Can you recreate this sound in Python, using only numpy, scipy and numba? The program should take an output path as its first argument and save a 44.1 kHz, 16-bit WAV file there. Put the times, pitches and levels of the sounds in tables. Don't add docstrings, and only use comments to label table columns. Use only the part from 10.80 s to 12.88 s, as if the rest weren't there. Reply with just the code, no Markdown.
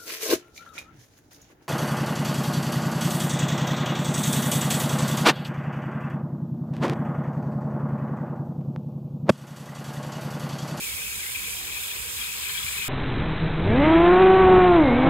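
import sys
import numpy as np
from scipy import signal
from scipy.fft import rfft, irfft
from scipy.io import wavfile
from scipy.ndimage import uniform_filter1d, map_coordinates
from numba import njit

SR = 44100
rng = np.random.default_rng(int(sys.argv[2]) if len(sys.argv) > 2 else 0)


def gain_from_decibels(decibels):
    exponent = np.asarray(decibels, float) / 20
    return 10 ** exponent


def unload_audio(sound):
    columns = np.transpose(np.atleast_2d(sound))
    steps = np.round(np.clip(columns, -1, 1) * 32767)
    wavfile.write(sys.argv[1], SR, steps.astype(np.int16))


N = 91860


def unit(x):
    return x / np.sqrt(np.mean(x ** 2))


def on_hz(table, hz):
    table = np.array(table)
    return np.interp(np.log(hz + 1), np.log(table[:, 0]), table[:, 1])


def on_time(table, column):
    table = np.array(table)
    return np.interp(np.arange(N) / SR, table[:, 0], table[:, column])


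def bump(hz, at_hz, wide_hz):
    return 1 / (1 + (2 * (hz - at_hz) / wide_hz) ** 2)


def walk(rate):
    hold = max(int(SR / rate), 2)
    steps = np.repeat(rng.standard_normal(N // hold + 1), hold)
    smooth = uniform_filter1d(uniform_filter1d(steps, hold), hold)
    return unit(smooth[:N])


def patchy(seed, colour, swell_db, shared_db, flicker_db, flicker_rate):
    hz = np.arange(N // 2 + 1) * SR / N
    spectrum = rfft(seed) * gain_from_decibels(on_hz(colour, hz))
    place = 3 * np.log2((hz + 1) / 20)
    out, swell, group = 0, walk(10.4), walk(29.3)
    for band in range(30):
        group = unit(group + walk(26.23))
        level_db = swell_db * swell + shared_db * group + flicker_db * walk(flicker_rate)
        mask = np.cos(np.pi / 2 * np.clip(place - band, -1, 1)) ** 2
        out = out + gain_from_decibels(level_db) * irfft(spectrum * mask, N)
    return unit(out)


def drops():
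    drops_per_s, spread_db, share = 5000, 1.5, .3
    hit = rng.random((2, N)) < drops_per_s / SR
    size = gain_from_decibels(spread_db * rng.exponential(size=(2, N))) * rng.standard_normal((2, N))
    bed = rng.standard_normal((2, N))
    return np.sqrt(share) * unit(hit * size) + np.sqrt(1 - share) * bed


# time in seconds, jet level in dB, splash level in dB.
WATER_FLOW = [(0.0, -37, -48), (0.05, -35.5, -44), (0.22, -36, -45), (1.31, -37.5, -43), (1.33, -36, -44.5),
              (1.45, -37.5, -39.5), (1.49, -36.5, -44), (1.64, -36, -41), (1.68, -36.5, -42),
              (1.7, -37, -37.5), (1.72, -35, -43), (1.75, -36, -40), (2.02, -37, -39.5), (2.08, -36, -39)]
# frequency in Hz, strength in dB per Hz.
JET_COLOUR = [(300, -30), (2000, -12), (4000, -3), (5000, -.5), (6500, -.5), (8000, .5), (9400, 0),
              (16000, 0)]


def jet():
    hiss = patchy(drops(), JET_COLOUR, swell_db=0.24, shared_db=0.43, flicker_db=.5, flicker_rate=15)
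    return gain_from_decibels(on_time(WATER_FLOW, 1) - 1) * hiss


@njit
def plink(start, hz, size, cycles, n):
    y = np.zeros(n)
    for k in range(len(start)):
        length = int(3 * cycles * SR / hz[k])
        for i in range(min(length, n - start[k])):
            turns = i * hz[k] / SR
            swell = turns * np.exp(-3 * turns / cycles)
            y[start[k] + i] += size[k] * swell * np.sin(2 * np.pi * turns * (1 + .02 * turns / cycles))
    return y


# frequency in Hz, strength in dB per Hz.
SPLASH_COLOUR = [(300, -41), (750, -25.5), (1050, -12.5), (1900, -9), (3200, -5), (4000, -7.5), (5000, -18),
                 (8000, -43)]


def bubbles():
    bubbles_per_s, low_hz, high_hz, cycles = 900, 900, 5500, 24.
    ports = []
    for _ in range(2):
        when, pitch, size = rng.random((int(bubbles_per_s * N / SR), 3)).T
        hz = low_hz * (high_hz / low_hz) ** pitch
        loudness = gain_from_decibels(on_hz(SPLASH_COLOUR, hz) + 14.7 * size ** 3) * hz
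        ports.append(plink((when * N).astype(np.int64), hz, loudness, cycles, N))
    return unit(np.array(ports))


def splash():
    patter = patchy(drops(), SPLASH_COLOUR, swell_db=.3, shared_db=.3, flicker_db=1.2, flicker_rate=50)
    return gain_from_decibels(on_time(WATER_FLOW, 2) + 1.0) * (patter + gain_from_decibels(-4) * bubbles())


@njit
def moving_band(x, hz, width):
    y, band, low = np.empty(len(x)), 0., 0.
    for i in range(len(x)):
        g, damping = np.tan(np.pi * hz[i] / SR), width / hz[i]
        v = (band + g * (x[i] - low)) / (1 + g * (g + damping))
        band, low, y[i] = 2 * v - band, low + 2 * g * v, damping * v
    return y


# time in seconds, level in dB, pitch in Hz.
THROAT_RING = [(0.0, -42, 2470), (0.03, -40.5, 2500), (0.11, -41.5, 2210), (0.23, -39, 2480),
               (0.4, -43.5, 2370), (0.45, -39.5, 2100), (0.54, -43, 2390), (0.56, -36.5, 2470),
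               (0.62, -40, 2390), (0.83, -45.5, 2370), (0.94, -41, 2450), (1.36, -45.5, 2400),
               (1.39, -38, 2400), (1.47, -41, 2490), (1.85, -39.5, 2340), (1.96, -41, 2380),
               (1.98, -36.5, 2440), (2.08, -40.5, 2440)]


def throat():
    width_hz = 1.5 * 290
    hz = on_time(THROAT_RING, 2) * (1 + 0.012 * walk(39.9))
    gulps = gain_from_decibels(.6 * walk(60))
    ports = []
    for _ in range(2):
        flow = gulps * rng.standard_normal(N)
        ports.append(moving_band(moving_band(flow, hz, width_hz), hz, width_hz))
    return gain_from_decibels(on_time(THROAT_RING, 1) + 0.1) * unit(np.array(ports))


# time in seconds, rumble level in dB.
TRAFFIC_LEVEL = [(0.0, -51.5), (0.06, -58.5), (0.08, -46.5), (0.35, -59), (0.38, -47), (0.47, -59),
                 (0.49, -52.5), (1.02, -56), (1.12, -58), (1.19, -51.5), (1.37, -55.5), (1.41, -52),
                 (1.44, -62.5), (1.86, -48), (1.96, -56), (1.99, -43), (2.03, -58), (2.08, -50)]
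# frequency in Hz, strength in dB per Hz.
RUMBLE_COLOUR = [(20, -30), (35, -10), (58, 0), (110, -3.5), (170, -14), (250, -21), (400, -53), (800, -52)]


def traffic():
    noise = rng.standard_normal((2, N))
    rumble = patchy(noise, RUMBLE_COLOUR, swell_db=0.5, shared_db=0.44, flicker_db=1.0, flicker_rate=24)
    return gain_from_decibels(on_time(TRAFFIC_LEVEL, 1)) * rumble


# frequency in Hz, strength in dB per Hz.
AIR_COLOUR = [(80, -40), (160, 1.5), (250, -3.5), (450, -1), (700, -5), (1100, -1), (2000, -25)]
# time in seconds, change of level in dB.
AIR_LULLS = [(.15, -4.5), (.34, -2), (.47, -11), (.515, -9), (1.05, -5), (1.28, 0), (1.465, -11),
             (1.531, -12), (1.75, -11), (1.84, -11), (2.07, -3)]


def air():
    t = np.arange(N) / SR
    lull_s = 0.011
    lull_db = sum(depth_db * np.exp(-((t - at) / lull_s) ** 2) for at, depth_db in AIR_LULLS)
    noise = rng.standard_normal((2, N))
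    wash = patchy(noise, AIR_COLOUR, swell_db=.5, shared_db=0.36, flicker_db=2.5, flicker_rate=17)
    return gain_from_decibels(-55 + lull_db) * wash


# time of the peak in seconds, peak level in dB, pitch in Hz.
THROAT_GULPS = [(0.0428, -30, 2450), (0.168, -31, 2470), (0.3252, -31, 2400), (0.4359, -31, 2090),
                (0.4683, -31, 2100), (0.5526, -25, 2410), (0.6464, -31, 2370), (0.6719, -31, 2380),
                (0.7332, -34, 2540), (0.9258, -30, 2500), (0.9717, -30, 2460), (1.0266, -28, 2400),
                (1.1618, -33, 2570), (1.3887, -30, 2440), (1.4197, -29, 2470), (1.4905, -33, 2590),
                (1.5204, -31, 2590), (1.6307, -29, 2450), (1.6556, -29, 2500), (1.6766, -28, 2490),
                (1.7534, -30, 2340), (1.7754, -29, 2370), (1.8452, -32, 2270), (1.8657, -29, 2450),
                (1.8816, -25, 2370), (1.925, -30, 2380), (1.945, -28, 2250), (1.9814, -25, 2540),
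                (2.0213, -26, 2450), (2.0448, -30, 2430)]
# peak time in seconds, peak level in dB, pitch in Hz.
HIGH_GULPS = [(0.5482, -40, 3250), (1.04, -31, 3380), (1.3987, -35, 3340), (1.4162, -29, 3270),
              (1.5874, -35, 3500), (1.6959, -31, 3140), (1.7779, -27, 3320), (1.8305, -28.5, 3380),
              (1.8916, -35, 3380), (1.9599, -38, 3250), (2.0467, -36.5, 3570)]


def gulp_rings():
    t = np.arange(N) / SR
    rise_s = .003
    out = np.zeros(N)
    for at, peak_db, hz in [*THROAT_GULPS, *HIGH_GULPS]:
        age = np.clip((t - at) / rise_s + 1, 0, 50)
        tone = np.sin(2 * np.pi * (hz * t + rng.random()))
        out += gain_from_decibels(peak_db - 3.5) * age * np.exp(1 - age) * tone
    return np.array([out, 0 * out])


def port(tilt, bumps, hz):
    db = on_hz(tilt, hz) + sum(gain_db * bump(hz, at_hz, wide_hz) for at_hz, wide_hz, gain_db in bumps)
    cepstrum = irfft(np.log(gain_from_decibels(db)), N)
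    folded = np.r_[cepstrum[0], 2 * cepstrum[1:N // 2], np.zeros(N - N // 2)]
    return np.exp(rfft(folded))


# frequency in Hz, gain in dB.
LEFT_TONE = [(100, 0), (9400, 0), (9800, -4), (10500, -6.5), (11000, -10), (11450, -13), (11700, -16),
             (16000, -18)]
# frequency in Hz, width in Hz, gain in dB.
LEFT_REFLECTIONS = [(450, 80, 4), (1000, 100, 3), (1620, 200, 3), (3270, 200, 2.5), (6950, 250, -2),
                    (9000, 3500, 1.5)]
# frequency in Hz, lag in radians.
LEFT_EXTRA_LAG = [(1500, 0), (2000, -.5), (3400, .2), (4000, 2.2), (4500, 3.8), (5700, 4.7), (7500, 5.7),
                  (11000, 6.7)]
# time in seconds, spray level in dB (not used), treble shading in dB.
HAND_SHADE = [(0.0, -42, -7), (0.17, -35, -10), (0.46, -37, -4), (0.53, -36, -11), (1.03, -41, -7),
              (1.15, -41, -11), (1.28, -38, -10), (1.45, -41, -4.5), (1.77, -39, -5.0), (1.92, -38, -2),
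              (1.96, -39, -5.5), (2.08, -38, -4.5)]
# time in seconds, extra left lag in microseconds.
PHONE_TURN = [(0, 16), (.2, 14), (.45, 6), (.8, 2), (1.05, -5), (1.3, 0), (1.7, -4), (2.08, -2)]


def left_port(near, hz):
    late_s, shade_from_hz, shade_ref_db = .00025, 6300, -4
    lag = 2 * np.pi * hz * late_s + on_hz(LEFT_EXTRA_LAG, hz)
    left = near * port(LEFT_TONE, LEFT_REFLECTIONS, hz) * np.exp(-1j * lag)
    treble = irfft(left / (1 + (shade_from_hz / (hz + 1)) ** 8), N)
    left = irfft(left, N) + (gain_from_decibels(on_time(HAND_SHADE, 2) - shade_ref_db) - 1) * treble
    heard_at = np.arange(N) - on_time(PHONE_TURN, 1) * SR / 10 ** 6
    return map_coordinates(left, [heard_at], order=5, mode="mirror")


# frequency in Hz, gain in dB.
RIGHT_TONE = [(100, -3.3), (450, -4), (1000, -12), (2400, -8), (3700, -1.5), (6500, -.5), (7600, 3),
              (16000, 3)]
# frequency in Hz, width in Hz, gain in dB.
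RIGHT_REFLECTIONS = [(450, 80, 4), (820, 60, 5), (1780, 350, -9), (3100, 400, -12), (4530, 280, -26),
                     (5480, 250, -4), (7350, 400, 4.5), (9000, 700, 5.5), (10400, 700, -3),
                     (13200, 300, -3), (14700, 200, -2), (15000, 500, 2), (15500, 350, -6)]
# frequency in Hz, share of the amplitude.
SHARED_SOUND = [(60, .9), (600, .76), (1600, .82), (2450, .88), (3600, .68), (5850, .8), (7400, .84),
                (9200, .8)]
# frequency in Hz, width in Hz, share lost.
CANCELLED = [(1300, 300, .4), (1900, 350, .5), (3100, 350, .65), (4600, 700, .8), (5450, 250, .5),
             (6500, 600, .4), (8200, 500, .3), (11000, 2500, .5)]


def right_port(near, around, hz):
    kept = [1 - lost * bump(hz, at_hz, wide_hz) for at_hz, wide_hz, lost in CANCELLED]
    alike = on_hz(SHARED_SOUND, hz) * np.prod(kept, axis=0)
    mixed = alike * near + np.sqrt(1 - alike ** 2) * around
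    return irfft(mixed * port(RIGHT_TONE, RIGHT_REFLECTIONS, hz), N)


def scene():
    hz = np.arange(N // 2 + 1) * SR / N
    near, around = rfft(jet() + splash() + throat() + gulp_rings() + traffic() + air())
    return gain_from_decibels(4.5) * np.array([left_port(near, hz), right_port(near, around, hz)])


# frequency in Hz, limit in dB against that port's mean.
MUTE_LIMIT = [(300, -34), (1500, -21), (3000, -15), (4500, -14), (5600, -9), (7000, -11), (11000, -15),
              (16000, -16)]


def mute_weak(x):
    pad = 832
    frame = dict(fs=SR, window="cosine", nperseg=2048, noverlap=1024)
    hz, _, spec = signal.stft(np.pad(x, ((0, 0), (pad, 0))), **frame)
    power = np.abs(spec[:, :1024]) ** 2
    bands = power.reshape(2, 128, 8, -1).mean(axis=2)
    waver_db = 2.5 * rng.standard_normal((2, 1, bands.shape[2]))
    limit_db = on_hz(MUTE_LIMIT, hz[4:1024:8])[:, None] + waver_db
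    limit = power.mean(axis=(1, 2), keepdims=True) * gain_from_decibels(limit_db) ** 2
    spec[:, :1024] *= np.repeat(bands > limit, 8, axis=1)
    return signal.istft(spec, **frame)[1][:, pad:pad + N]


def band_limit(x):
    return signal.sosfilt(signal.butter(12, 16610, fs=SR, output="sos"), x)


def record(dry):
    top_cut = signal.ellip(16, .3, 90, 15740, fs=SR, output="sos")
    mix = mute_weak(signal.sosfilt(top_cut, dry))
    return band_limit(mix)


dry = scene()
out = record(dry)
unload_audio(out)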